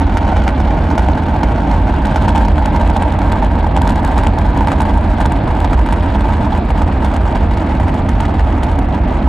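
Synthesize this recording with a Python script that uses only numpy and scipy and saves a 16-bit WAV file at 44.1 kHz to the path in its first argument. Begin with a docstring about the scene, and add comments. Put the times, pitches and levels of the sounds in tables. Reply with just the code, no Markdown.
"""Rocket engine on a test stand

A rocket engine fires steadily outdoors, heard by a small camera in a closed housing.
Layers of shaped noise make the deep, turbulent roar; trains of pulses make the crackle of shock fronts.
Each front arrives dull, then bright off nearby surfaces, and rings the housing with a thud.
The camera's gain control and limiter hold the level."""
import sys
import numpy as np
from scipy import signal
from scipy.fft import rfft, irfft, next_fast_len
from scipy.io import wavfile
from scipy.ndimage import uniform_filter1d, minimum_filter1d

SR = 44100
rng = np.random.default_rng(int(sys.argv[2]) if len(sys.argv) > 2 else 0)


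def unload_audio(sound):
    """Save the sound as a 16-bit wav file, at the path given as the first command line argument."""
    columns = np.transpose(np.atleast_2d(sound))
    # keep every value between -1 and 1, then stretch to whole-number steps
    steps = np.round(np.clip(columns, -1, 1) * 32767)
    wavfile.write(sys.argv[1], SR, steps.astype(np.int16))


def boost_factor(decibels):
    """Convert a level in decibels to a linear amplitude factor."""
    exponent = np.asarray(decibels, float) / 20
    return 10 ** exponent


N = 409248


def evened(x):
    """Scales a signal to an rms of 1."""
    return x / np.sqrt(np.mean(x ** 2) + 1e-20)


def read(points, hz):
    """Reads a table between its rows, on a log-frequency axis."""
    f, value = np.transpose(points)
    return np.interp(np.log(hz + 1), np.log(f + 1), value)


def stream(column):
    """One column of the stream of small shock fronts, in dB at every sample."""
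    # How strong the stream is over time. Each row: time in seconds, base level of the thuds
    # in the housing in dB, base level shared by the cracks and the hiss in dB.
    stream_levels = [(0, -22.5, -43.5), (1.7, -24, -44.5), (2.35, -22, -42), (3.6, -23.5, -45),
                     (4.06, -21.5, -42.5), (4.6, -24, -44.5), (6.7, -24.5, -43.5), (7.1, -27, -45.5),
                     (9.28, -27.5, -46)]
    return np.interp(np.arange(N) / SR, *np.transpose(stream_levels)[[0, column]])


def plume(column):
    """Level of one layer of the steady burn, drifting evenly, in dB at every sample."""
    # Levels at the start: rumble in dB, roar in dB.
    start_db = (-12.5, -16.5)
    # How fast each level changes: rumble in dB per second, roar in dB per second.
    change_db_per_s = (0.34, 0.04)
    return start_db[column] + change_db_per_s[column] * np.arange(N) / SR


def turbulence(spectrum, size, patchy_db, flicker_db):
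    """Stereo noise from random short-time spectra, with drifting patches and a flicker of all pitches."""
    # How alike left and right are. Each row: frequency in Hz, likeness (1 = the same).
    likeness = [(300, 1.0), (450, 0.93), (680, 0.65), (1800, 0.7), (2900, 0.9), (8000, 0.6)]
    frames, hz = 4 * N // size + 5, np.fft.rfftfreq(size, 1 / SR)
    a, b, c, d, patches = rng.standard_normal((frames, len(hz), 5)).T
    patches = uniform_filter1d(patches, size=8, axis=0)  # smooth across frequency
    patches = evened(uniform_filter1d(patches, size=8, axis=1))  # and across time
    flicker = evened(uniform_filter1d(rng.standard_normal(frames), size=3))
    same = read(likeness, hz)[:, None]
    left, other = a + 1j * b, c + 1j * d
    right = same * left + np.sqrt(1 - same ** 2) * other
    level_db = read(spectrum, hz)[:, None] + patchy_db * patches + flicker_db * flicker
    spectra = np.array([left, right]) * boost_factor(level_db)
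    return evened(signal.istft(spectra, nperseg=size, noverlap=3 * size // 4)[1][:, :N])


def roar():
    """Large eddies rumble, smaller ones roar and hiss: three layers of shaped noise."""
    # Tone of the rumble. Each row: frequency in Hz, relative level in dB.
    rumble_tone = [(22, -49), (41, 0.5), (65, -1.5), (86, -6.5), (112, -24.5), (150, -48), (250, -120)]
    # Tone of the roar. Each row: frequency in Hz, relative level in dB.
    roar_tone = [(65, -1.5), (110, -2), (201, -4.5), (285, -2.5), (405, -14), (534, -15.5), (628, -9.5),
                 (777, -12), (892, -20), (1150, -20.5), (1550, -25.5), (2200, -29), (2860, -36),
                 (4840, -120)]
    # Tone of the hiss. Each row: frequency in Hz, relative level in dB.
    hiss_tone = [(1500, -29), (2200, 3.5), (3200, 14.5), (4500, 5.5), (6000, -11), (8500, -19.5),
                 (11000, -35), (12500, -20)]
    rumble = boost_factor(plume(column=0)) * turbulence(rumble_tone, size=4096, patchy_db=1.45, flicker_db=1.0)
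    body = boost_factor(plume(column=1)) * turbulence(roar_tone, size=2048, patchy_db=0.8, flicker_db=0.92)
    hiss = boost_factor(stream(column=2)) * turbulence(hiss_tone, size=256, patchy_db=1.5, flicker_db=4.0)
    return rumble + body + hiss


def housing_ring(t, pitch):
    """Wall and cavity of the housing act in series: each ring swells, then dies."""
    # Rings of the housing. Each row: frequency in Hz at a pitch of 1, relative level in dB,
    # time to the peak of the ring in milliseconds.
    rings = [(640, -11, 1.4), (865, 0, 1.0), (1250, -15, .6), (1540, -17, 1.4)]
    ring = 0
    for f, db, peak_ms in rings:
        u = 1000 * t / peak_ms
        ring = ring + boost_factor(db) * u * np.exp(1 - u) * np.sin(2 * np.pi * f * pitch * t)
    return ring


def bay_boom(t):
    """The open bay booms: low tones that start softly and die away."""
    # Tones of the open bay. Each row: frequency in Hz, level in dB, time to fall by 60 dB
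    # in seconds, start in milliseconds after the bright arrival.
    tones = [(51.5, 1, 0.14, 4), (84.1, -6.5, 0.25, 8.5), (212.3, -3, 0.071, -0.6),
             (269, -5.5, 0.059, -0.19)]
    boom = 0
    for f, db, t60, late_ms in tones:
        since = np.maximum(t - (late_ms + 10) / 1000, 0)
        onset = 1 - np.exp(-since / 0.002)
        boom = boom + boost_factor(db - 60 * since / t60) * onset * np.sin(2 * np.pi * f * since)
    return boom


def fray(t, count):
    """Turbulent air frays each crack into a short burst: spectra of a pulse plus fading noise."""
    smear_ms, smear_db = 0.9, -3  # decay time of the noise, its level against the pulse
    noise = rng.standard_normal((count, len(t))) * np.exp(-1000 * t / smear_ms)
    return 1 + boost_factor(smear_db) * rfft(noise / np.linalg.norm(noise, axis=1, keepdims=True))


def arrivals(pitch, size=16384):
    """Thud, first crack with echoes, and bright crack of a front; the paths shift with its birthplace."""
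    # Ways from plume to camera. Each row: delay in milliseconds after the bright arrival at a pitch
    # of 1 and before random shifts, thud in relative dB, crack in relative dB, treble limit in Hz.
    paths = [(-4.5, 0, 4, 7500), (-3.3, -10, -2, 7000), (-.1, -9, 0, 16000), (6.2, -6, -3, 6000),
             (8.2, -13, -5, 6000), (12.5, -15, -8, 7000)]
    # Tone of a crack. Each row: frequency in Hz, relative level in dB.
    crack_tone = [(400, -26), (1200, 13), (2000, 4), (3500, -4), (6000, -13.5), (8800, -12.5), (11000, -12),
                  (12500, -26.5), (13300, -90)]
    glance_hz = 2320  # the bright arrival glances off small surfaces, which return only short waves
    hz, t = np.fft.rfftfreq(size, 1 / SR), np.arange(size) / SR
    ms, thud_db, crack_db, top_hz = np.transpose(paths)[:, :, None]
    shift, lean = rng.standard_normal((2, len(paths), 1))
    late_ms = ms * (1 / pitch + 0.035 * shift) + 10  # starts 10 ms ahead of the bright arrival
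    delay = boost_factor(0) * boost_factor(20 * np.log10(boost_factor(1.5 * lean))) * np.exp(-2j * np.pi * hz * late_ms / 1000)

    ring = housing_ring(t, pitch + 0.029 * shift[-1])
    thud = irfft(rfft(ring) * (boost_factor(thud_db) * delay).sum(0))
    thud = thud / abs(thud).max() + bay_boom(t)

    dulled = boost_factor(crack_db) / (1 + 1j * hz / top_hz) ** 2  # paths round an obstacle lose their treble
    crack = boost_factor(read(crack_tone, hz)) * dulled * delay * fray(t, len(paths))
    bright = abs(ms[:, 0]) < 2
    first = crack[~bright].sum(0)
    later = crack[bright].sum(0) * (1j * hz / (1j * hz + glance_hz)) ** 2
    # each crack is scaled by its peak within the band where it stands out
    first_peak = abs(irfft(first * (hz > 2200) * (hz < 6000))).max()
    later_peak = abs(irfft(later * (hz > 5000) * (hz < 9500))).max()
    return thud, irfft(first)[:size // 8] / first_peak, irfft(later)[:size // 8] / later_peak


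def scatter(x, wet_db, t60):
    """Sparse taps off pipes and walls, other ones at each port; three sets take turns as the plume shifts."""
    out, turn, length = np.zeros((2, N)), np.arange(N) / SR / 0.037, 2400
    upper = signal.sosfilt(signal.butter(2, 450, "high", fs=SR, output="sos"), x)  # long waves pass the pipes
    for k in range(3):
        taps = rng.choice([-1., 1.], (2, length)) * (rng.random((2, length)) < 0.05)
        taps *= boost_factor(-60 * np.arange(length) / SR / t60)
        taps /= np.linalg.norm(taps[0])
        share = np.sqrt(2 / 3) * np.cos(np.pi * (turn + k / 3))
        out += signal.oaconvolve((upper * share)[None], taps, axes=1)[:, :N]
    return x + boost_factor(wet_db) * out


def small_fronts():
    """A clumped random stream of small fronts: pulse trains for thuds, first cracks and bright cracks."""
    per_s, spread_db = 420, 6  # average rate, spread of the random sizes
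    chance, size, clump = rng.random(N), rng.exponential(1, N), rng.standard_normal(N)
    clump = boost_factor(3.5 * evened(uniform_filter1d(clump, size=1800)))
    happens = chance < clump / clump.mean() * per_s / SR
    small = happens * boost_factor(spread_db * np.minimum(size, 2.5))
    cracks = small * boost_factor(stream(column=2) - 3)
    cracks = signal.lfilter(*signal.butter(1, 4240, fs=SR), cracks)  # weak fronts are less steep
    thuds = small ** 0.56 * boost_factor(stream(column=1))  # thuds differ less in level than cracks
    return thuds, cracks * boost_factor(8), cracks


def crackle(count=14):
    """Strong and small fronts from wandering birthplaces, each a thud in the housing and a sharp crack."""
    # The strongest shock fronts. Each row: time of the bright arrival in seconds, thud level in dB,
    # first crack level in dB, bright crack level in dB.
    shocks = [(0.1757, -8, -13, -20), (0.2816, -12, -27, -33), (0.3727, -10, -18, -33),
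              (0.4393, -20, -34, -30), (0.4833, -9, -13, -28), (0.6072, -11, -19.5, -32),
              (0.908, -18, -22, -38.0), (0.9835, -5, -16, -20), (0.9987, -6, -17.5, -39.0),
              (1.0909, -2.5, -16, -34.0), (1.4368, -5, -16, -23), (1.7168, -9, -21, -29),
              (2.0568, -10, -18, -26), (2.0709, -10, -30, -27), (2.1641, -3.5, -15, -22),
              (2.2236, -7, -23, -27), (2.2846, -3.5, -19, -21), (2.292, -24, -19, -21.5),
              (2.3545, -5.5, -21, -29), (2.361, -16, -19.5, -24), (2.381, -5.5, -18, -21),
              (2.4543, -6, -20, -27), (2.4844, -8, -31, -25), (2.586, -6.5, -17, -36),
              (2.659, -11, -25, -20), (2.7643, -9, -21, -24), (2.8155, -11, -27, -29),
              (2.8763, -14, -27, -28), (2.902, -5, -20, -23.5), (2.9685, -6, -18.5, -22),
              (3.0263, -4.5, -20, -23), (3.1244, -14, -26, -28), (3.1908, -10, -29, -27.0),
              (3.222, -10.5, -22, -36.0), (3.324, -7, -17, -23), (3.4483, -10, -24, -27),
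              (3.7664, -7, -23, -19), (3.7777, -6, -16, -26), (3.8191, -6, -24, -20),
              (3.8765, -6, -18, -20), (3.896, -9, -16.5, -22), (3.9065, -5, -24, -26),
              (3.924, -8, -21, -31), (3.9591, -17, -31, -27), (4.0495, -8, -24, -19),
              (4.0776, -17, -26, -29), (4.1184, -18, -26, -32.0), (4.1801, -5, -27, -20),
              (4.1918, -11, -17, -26), (4.2396, -8, -19, -28), (4.271, -2.5, -16.5, -16.5),
              (4.3877, -9.5, -25, -26), (4.5762, -6.5, -26, -24), (4.6125, -4.5, -17, -32),
              (4.677, -8, -16.5, -33.0), (4.7226, -6, -16, -25), (4.8075, -6, -18, -20),
              (4.8207, -6, -21, -21), (4.6854, -10, -27, -27), (4.9772, -7.5, -31, -25),
              (5.206, -7.5, -26, -23), (5.2163, -11.5, -16.5, -27), (5.2599, -5.5, -15, -21),
              (5.3225, -8.5, -26.0, -22), (5.604, -13, -30, -27), (5.6496, -5.5, -18.5, -25),
              (5.7363, -6.5, -17, -27.0), (5.7961, -10, -18, -31), (5.866, -18, -24, -31),
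              (5.893, -8, -20, -37), (5.929, -7, -18, -21), (6.213, -14, -21.5, -40),
              (6.5804, -14, -24, -34), (6.709, -11, -19.5, -32), (6.8223, -9.5, -23, -27),
              (7.0505, -12, -21, -28), (7.1434, -13, -23, -28), (7.167, -11, -20, -25),
              (7.3607, -6, -20.5, -33), (7.5767, -14, -23, -31), (7.804, -9.5, -24.5, -32),
              (7.8853, -27, -27, -47), (7.9443, -18, -26, -30), (8.0922, -18, -21, -21),
              (8.2075, -7.5, -16.5, -23), (8.2575, -21, -22, -31), (8.4, -13, -19.5, -39),
              (8.637, -11, -19, -25), (8.7177, -12, -29, -34), (8.7902, -10, -35, -27)]
    ring_rise = 0.064  # the ring climbs and the paths tighten by this share from start to end
    thuds, firsts, cracks = small_fronts()
    s, thud_db, first_db, crack_db = np.transpose(shocks)
    at = np.round(s * SR).astype(int)
    thuds[at] += boost_factor(thud_db)
    firsts[at] += boost_factor(first_db)
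    cracks[at] += boost_factor(crack_db)

    place = count * np.arange(N) / N + 2 * rng.standard_normal(N)  # birthplaces wander
    place = np.clip(place, 0, count - 1).astype(int)
    fronts, early = 0, round(SR / 100)  # the shapes start 10 ms early
    for k in range(count):
        shapes = arrivals(1 + ring_rise * ((k + 0.5) / count - 0.5))
        for train, shape in zip((thuds, firsts, cracks), shapes):
            fronts = fronts + signal.oaconvolve(train * (place == k), shape)[:N + early]
    return scatter(fronts[early:], wet_db=-12.0, t60=0.036)


def scene():
    """Roar and crackle at the two microphone ports."""
    return roar() + crackle()


def microphone_ports(dry):
    """The two ports differ in level and phase, and both lose the lowest bass."""
    # Phase between the ports. Each row: frequency in Hz, lead of the left port in radians.
    left_lead = [(250, 0), (520, -.4), (780, -.15), (1640, -.55), (2150, 0), (3190, .6), (5770, .1),
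                 (8800, -.1), (9730, -2.6), (10500, -3.4), (11600, -5.9)]
    # Level between the ports. Each row: frequency in Hz, left minus right in dB.
    left_tilt = [(40, -1.1), (170, -1.92), (510, -1.6), (1480, -0.8), (4330, 0)]
    size = next_fast_len(N)
    hz = np.fft.rfftfreq(size, 1 / SR)
    half = boost_factor(read(left_tilt, hz) / 2) * np.exp(1j * read(left_lead, hz) / 2)
    bass_cut = (1j * hz / (1j * hz + 28)) ** 3
    return irfft(rfft(dry, size) * bass_cut * np.array([half, 1 / half]), size)[:, :N]


def gain_control(ports):
    """Evens out the swells of the rumble: takes back a third of each departure from -13.5 dB."""
    power_db = 10 * np.log10(abs(uniform_filter1d((ports ** 2).mean(0), size=1300)) + 1e-9)
    return ports / boost_factor(0.33 * (power_db + 13.5))


def limiter(ports):
    """Turns both ports down together around each peak, then lets the gain recover."""
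    ceiling_db, recovery_db_per_s = -1.1, 110
    room_db = np.minimum(ceiling_db - 20 * np.log10(abs(ports).max(0) + 1e-9), 0)  # headroom lacking
    rise = np.arange(N) * recovery_db_per_s / SR
    held_db = np.minimum.accumulate(minimum_filter1d(room_db, size=65) - rise) + rise
    return ports * boost_factor(uniform_filter1d(np.minimum(held_db, 0), size=65))


def roll_off(x):
    """The treble ends steeply here."""
    return signal.sosfilt(signal.butter(12, 13210, fs=SR, output="sos"), x)


def record(dry):
    """The camera picks up the sound at its ports and holds the level with gain control and limiter."""
    ports = microphone_ports(dry)
    mix = limiter(gain_control(ports))
    return roll_off(mix)


dry = scene()
out = record(dry)
unload_audio(out)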